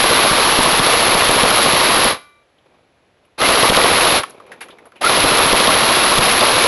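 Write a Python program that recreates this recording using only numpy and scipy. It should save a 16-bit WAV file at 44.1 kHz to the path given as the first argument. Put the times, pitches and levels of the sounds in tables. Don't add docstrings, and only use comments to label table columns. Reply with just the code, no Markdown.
import sys
import numpy as np
from scipy import signal
from scipy.fft import rfft, irfft, next_fast_len
from scipy.io import wavfile

SR = 44100
rng = np.random.default_rng(int(sys.argv[2]) if len(sys.argv) > 2 else 0)


def to_wav(s):
    ch = np.atleast_2d(s).T
    pcm = np.round(np.clip(ch, -1, 1) * 32767)
    wavfile.write(sys.argv[1], SR, pcm.astype(np.int16))


N = 294147

# trigger pulled t/s, first shot t/s, released t/s, cycle t/s, coasting to -60 dB t/s,
# ordinary blow level/dB, ring of the spring after the last shot level/dB
BURST_TIMES = [(-.2, 0.038, 2.075, .06876, 0.16, -2.6, 4), (3.377, 3.4184, 4.168, .0704, 0.1, -1, -13),
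               (5.007, 5.0983, 6.8, .072, .1, -2.5, -7)]


def from_db(db):
    return 10 ** (np.asarray(db) / 20)


def rms_one(x):
    return x / np.sqrt(np.mean(x ** 2) + 1e-20)


def decay(t, t60):
    return np.exp(-np.log(1000) * t / t60)


def lowpass(x, hz, order):
    return signal.sosfilt(signal.butter(order, hz, fs=SR, output="sos"), x)


def highpass(x, hz):
    return signal.sosfilt(signal.butter(2, hz, "high", fs=SR, output="sos"), x)


def colour(x, points):
    size = 2 * next_fast_len(N)
    hz, db = np.transpose(points)
    bins_hz = np.arange(size // 2 + 1) * SR / size
    gain = from_db(np.interp(np.log(bins_hz + 1), np.log(hz), db))
    cepstrum = irfft(np.log(gain))
    cepstrum[1:size // 2] *= 2
    cepstrum[size // 2 + 1:] = 0
    return irfft(rfft(x, size) * np.exp(rfft(cepstrum)))[:N]


def drift(hz):
    return rms_one(lowpass(rng.standard_normal(N + SR), hz, order=2)[SR:])


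def burst(hz, width_hz, t60, size=8000):
    low = np.sqrt(hz ** 2 + width_hz ** 2 / 4) - width_hz / 2
    high = min(low + width_hz, SR / 2 - 100)
    band = signal.butter(2, [low, high], "band", fs=SR, output="sos")
    fade = decay(np.arange(size) / SR, t60)
    ring = signal.sosfilt(band, rng.standard_normal(size) * fade)
    return rms_one(ring) * np.sqrt(np.mean(fade ** 2))


def add(out, s, sound):
    at = int(np.clip(round(s * SR), 0, N))
    out[at:at + len(sound)] += sound[:N - at]


def shots():
    # t/s, blow level/dB, puff level/dB
    hard_shots = [(.312, -6, 4), (.589, -2, 7), (.797, -0.5, 5.5), (1.146, 1, 5), (1.29, 1, 5.5),
                  (1.435, 2.5, 5.5), (2.047, -1, 3), (3.631, 2, -2), (3.702, 5, 9), (3.771, 4.5, 4),
                  (3.84, 2.5, -6), (5.245, 0.5, 7), (5.53, 3.5, 7.5), (5.678, 4, 5), (6.19, 3, 9),
                  (6.414, 2.5, 0)]
    sag_s_per_s4 = .0062
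    blow_spread_db, puff_db, puff_spread_db = 1, -3.5, 2.5
    rows = []
    for pulled, first, released, cycle, coast, blow_db, spring_db in BURST_TIMES:
        age = cycle * np.arange(32)
        times = first + age + sag_s_per_s4 * age ** 4
        for s, (blow, puff) in zip(times, rng.standard_normal((32, 2))):
            hard = [levels for at, *levels in hard_shots if abs(at - s) < cycle / 2]
            ordinary = blow_db + blow_spread_db * blow, puff_db + puff_spread_db * puff
            if s < min(released, N / SR):
                rows.append((s, *(hard[0] if hard else ordinary)))
    return np.array(rows)


def motor_db():
    spin_up_s = 0.033
    now, drive = np.arange(N) / SR, 1e-6
    for pulled, first, released, cycle, coast, *levels in BURST_TIMES:
        run_up = 1 - np.exp(-np.maximum(now - pulled, 0) / spin_up_s)
        late = np.maximum(now - released, 0)
        drive = drive + run_up * decay((late / coast) ** 2, t60=1)
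    return 20 * np.log10(drive)


def background():
    # f/Hz, level/dB per Hz
    floor_colour = [(25, 4), (55, 2), (120, 2.5), (200, -2), (600, 1.5), (1000, -6), (2400, -9),
                    (4000, -15), (7500, -28.5), (12000, -49.5)]
    floor_db = -58
    return from_db(floor_db) * rms_one(colour(rng.standard_normal(N), floor_colour))


def gears(fired, level_db, alike, grain_db, clump_db, slack_db, slack_at_s, slack_s,
          whine_db, whine_width_hz, dull_hz, dulling):
    # f/Hz, level/dB per Hz
    rasp_colour = [(30, -20.5), (70, -6), (150, -7.5), (280, -2), (480, 1), (760, 0), (1130, 1), (1550, -2),
                   (2400, -2.5), (3300, -3.5), (4100, -2.5), (5500, -11.5), (7600, -22), (12000, -29)]
    # t/s after the shot, f/Hz
    whine_glide = [(0, 2875), (.025, 2750), (.048, 2400), (.06, 2160), (.08, 2200)]
    shell_hz, shell_q, shell_db = 1120, 10, -6.5
    times, now = fired[:, 0], np.arange(N) / SR
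    shot = np.maximum(np.searchsorted(times, now) - 1, 0)
    since = now - times[shot]
    period = np.median(np.diff(times))
    speed = period / np.clip(np.diff(times, append=now[-1]), .06, .09)[shot]
    drive_db = motor_db()

    teeth = rng.standard_normal((2, N)) * from_db(grain_db * rng.standard_normal((2, N)))
    repeated = teeth[0, (since * speed * SR).astype(int)]
    alike = np.clip(alike, 0, 1)
    rasp = np.sqrt(alike) * repeated + np.sqrt(1 - alike) * teeth[1]
    rasp = colour(rasp * from_db(clump_db * drift(hz=200)), rasp_colour)
    shell = signal.lfilter(*signal.iirpeak(shell_hz, shell_q, fs=SR), rasp)
    rasp = rms_one(rasp + from_db(shell_db) * shell)

    dull = lowpass(rasp, dull_hz, order=1)
    rasp = dull + (rasp - dull) * from_db(dulling * np.minimum(drive_db, 0))

    whine_hz = np.interp(since, *np.transpose(whine_glide))
    whine = drift(whine_width_hz) * np.sin(2 * np.pi * np.cumsum(whine_hz) / SR)
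    slack = slack_db * np.exp(-((since - slack_at_s) / slack_s) ** 2)
    return from_db(level_db + drive_db + slack) * (rasp + from_db(whine_db) * whine)


def room(x):
    t60 = .31
    t = np.arange(SR // 2) / SR
    tail = rng.standard_normal(len(t)) * decay(t, t60) * (t > .005)
    tail = highpass(tail, 150)
    return signal.fftconvolve(x, tail / np.sqrt(np.sum(tail ** 2)))[:N]


def buffeting(level_db, gust_hz):
    return from_db(level_db + 2 * motor_db()) * drift(gust_hz)


def ricochets(per_s, level_db, spread_db, hz, width_hz, t60):
    out, drive_db = np.zeros(N), motor_db()
    for at in np.flatnonzero((rng.random(N) < per_s / SR) & (drive_db > -3)):
        gain = from_db(level_db + spread_db * rng.uniform(-1, 1))
        add(out, at / SR, gain * burst(hz, width_hz, t60))
    return out


def puffs(fired, push_db, push_s, push_spread, thump_db, thump_hz, thump_width_hz, thump_t60):
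    out, t = np.zeros(N), np.arange(SR // 6) / SR
    push = (t / push_s) ** 2 * np.exp(2 - 2 * t / push_s)
    for s, blow_db, puff_db in fired:
        add(out, s - .006, -from_db(push_db + push_spread * puff_db) * push)
        thump = burst(thump_hz, thump_width_hz, thump_t60)
        add(out, s - .003, from_db(thump_db + puff_db) * thump)
    return out


def blows(fired, level_db, alike):
    # t/s after the shot, f/Hz, width f/Hz, relative level/dB, t60/s
    contacts = [(-.003, 3400, 761, -4.5, 0.023), (-.003, 4800, 1598, -13.5, 0.033),
                (.002, 1150, 350, 0.5, 0.019), (.002, 540, 260, -1.5, 0.028), (.014, 820, 596, -2.5, .07),
                (0.022, 400, 300, -11, .08), (.029, 1130, 450, -10.5, .05), (.045, 2300, 800, -6, 0.015),
                (.056, 520, 299.3, -6.5, 0.025)]
    out, alike = np.zeros(N), np.clip(alike, 0, 1)
    for delay, hz, width_hz, db, t60 in contacts:
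        usual = burst(hz, width_hz, t60)
        for s, blow_db, puff_db in fired:
            ring = np.sqrt(alike) * usual + np.sqrt(1 - alike) * burst(hz, width_hz, t60)
            add(out, s + delay, from_db(level_db + db + blow_db) * ring)
    return out


def spring(fired):
    # f/Hz, relative level/dB, t60/s
    modes = [(921, -55, .9), (1171, -37, .8), (1180, -47, .6), (1448, -39, .6), (1492, -42, .6),
             (2037, -43, .7), (2347, -46, 1.25), (3214, -51, .7), (3838, -51, .85), (3870, -51, .85)]
    firing_db = -3.5
    shimmer_db = -47
    free_s, settle_t60 = 0.38, .16
    out, t = np.zeros(N), np.arange(SR) / SR
    ring = sum(from_db(db) * np.sin(2 * np.pi * hz * t) * decay(t, t60) for hz, db, t60 in modes)
    ring = ring + from_db(shimmer_db) * burst(hz=2300, width_hz=3000, t60=0.7, size=SR)
    ring = ring * decay(np.maximum(t - free_s, 0), settle_t60)
    times = fired[:, 0]
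    last_db = {times[times < released].max(): spring_db
               for pulled, first, released, *others, spring_db in BURST_TIMES}
    for s in times:
        at = int(s * SR)
        out[at:at + SR] = from_db(last_db.get(s, firing_db)) * ring[:N - at]
    return out


def handling(relative_width=0.27, lumpy_db=3.0, lumps_hz=45, tick_db=-8):
    # start t/s, end t/s, level/dB
    rubs = [(2.559, 3.351, -67), (2.65, 2.758, -56.5), (4.217, 4.676, -45), (4.685, 4.87, -49.5),
            (4.913, 5.05, -52.5)]
    # f/Hz, level/dB per Hz
    rustle_colour = [(30, -14.5), (110, -7), (250, 3.5), (480, 8), (780, 2.5), (950, 1), (1250, -4),
                     (2000, -14), (2380, -4), (2800, -14.5), (3700, -14.5), (6000, -28), (12000, -54)]
    # t/s, own pitch f/Hz, body level/dB, pitch level/dB,
    # treble level/dB, t60/s, rise t/s
    clicks = [(2.582, 3220, -68, -53, -95, .07, .002), (3.25, 2600, -58, -57, -72, .05, .001),
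              (4.233, 1150, -15.5, -13, -56, 0.033, 0.0013), (4.295, 1540, -53, -44, -48, .067, .004),
              (4.307, 6000, -41, -40, -55, .01, .0002), (4.4, 1090, -45, -35, -79, .064, .0003),
              (4.464, 2400, -46, -55, -76, .075, .001), (4.517, 1650, -35, -34, -75, 0.11, .0007),
              (4.606, 2580, -23, -32, -46, .12, 0.0067), (4.685, 1220, -38, -37, -74, .05, .0004),
              (4.703, 3350, -44, -40, -81, .1, .002), (4.785, 1900, -45.5, -43, -86, 0.074, .0004),
              (4.854, 1230, -51, -44, -63, .12, .0007), (4.919, 1425, -45, -42, -77, .04, .001),
              (4.957, 2530, -47, -43, -81, 0.14, 0.0017), (5.012, 620, -21, -17.5, -54, .13, .0015)]
    attack_s, release_s = 0.0052, 0.03
    now = np.arange(N) / SR
    rub = np.zeros(N)
    for start, end, db in rubs:
        rise = 1 - np.exp(-np.maximum(now - start, 0) / attack_s)
        fall = np.exp(-np.maximum(now - end, 0) / release_s)
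        rub += from_db(db) * rise * fall
    rustle = rms_one(colour(rng.standard_normal(N), rustle_colour))
    out = rub * from_db(lumpy_db * drift(lumps_hz)) * rustle
    for s, hz, body_db, pitch_db, treble_db, t60, rise_s in clicks:
        tick = burst(hz=6000, width_hz=2500, t60=0.0062)
        body = burst(hz=1500, width_hz=2100, t60=t60) + from_db(tick_db) * tick
        click = from_db(body_db) * body
        click = click + from_db(pitch_db) * burst(hz, relative_width * hz, t60)
        click = click + from_db(treble_db) * burst(hz=4800, width_hz=15700, t60=t60)
        add(out, s, click * (1 - np.exp(-np.arange(len(click)) / SR / rise_s)))
    return out


def squeals(rough=0.29, rough_hz=250):
    # t/s, length t/s, multiple of the tooth rate, relative level/dB
    squeal_rows = [(3.412, 0.03, 2, -13), (3.448, .04, 3, -14), (5.02, .024, 1, -12),
                   (5.045, 0.013, 2, -3.5), (5.068, .016, 2, -5)]
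    start_hz, top_hz, rise_s = 579, 736, .055
    now, pulls = np.arange(N) / SR, np.array(BURST_TIMES)[:, 0]
    age = now - pulls[np.searchsorted(pulls, now) - 1]
    hz = top_hz + (start_hz - top_hz) * np.exp(-(age / rise_s) ** 2)
    phase = 2 * np.pi * np.cumsum(hz) / SR
    squeal = np.zeros(N)
    for s, length, multiple, db in squeal_rows:
        swell = np.exp(-(2 * (now - s) / length) ** 2)
        squeal += from_db(db) * swell * np.sin(round(multiple) * phase)
    return squeal * from_db(motor_db()) * (1 + rough * drift(rough_hz))


def scene():
    room_db = -16.5
    fired = shots()
    gun = gears(fired, level_db=-12, alike=0.15, grain_db=4.5, clump_db=1.0,
                slack_db=-1, slack_at_s=0.013, slack_s=0.014,
                whine_db=-16.5, whine_width_hz=120, dull_hz=2200, dulling=0.43)
    gun = gun + ricochets(per_s=14, level_db=-15, spread_db=3.5, hz=7240, width_hz=3200, t60=0.0019)
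    gun = gun + blows(fired, level_db=-7, alike=0.25) + handling() + squeals()
    air = buffeting(level_db=-16.5, gust_hz=11)
    air = air + puffs(fired, push_db=-11.0, push_s=0.019, push_spread=1.6,
                      thump_db=-17.5, thump_hz=185, thump_width_hz=220, thump_t60=.09)
    return (gun + from_db(room_db) * room(gun) + spring(fired) + air + background())[None]


def record(dry, travel=1.21, bass_cut_hz=55):
    # f/Hz, level/dB
    mic_response = [(20, -2), (7500, -0.5), (9200, 1.5), (10000, 17), (10700, 25), (11400, 18.5),
                    (12200, -13)]
    clip_level, cutoff_hz = .7, 12242
    x = travel * np.tanh(colour(dry[0], mic_response) / travel)
    x = highpass(x, bass_cut_hz)
    x = x / (1 + (x / clip_level) ** 8) ** (1 / 8)
    treble_cut = signal.firwin(255, cutoff_hz, fs=SR, window="blackman")
    return signal.fftconvolve(x, treble_cut, "same")[None]


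dry = scene()
out = record(dry)
to_wav(out)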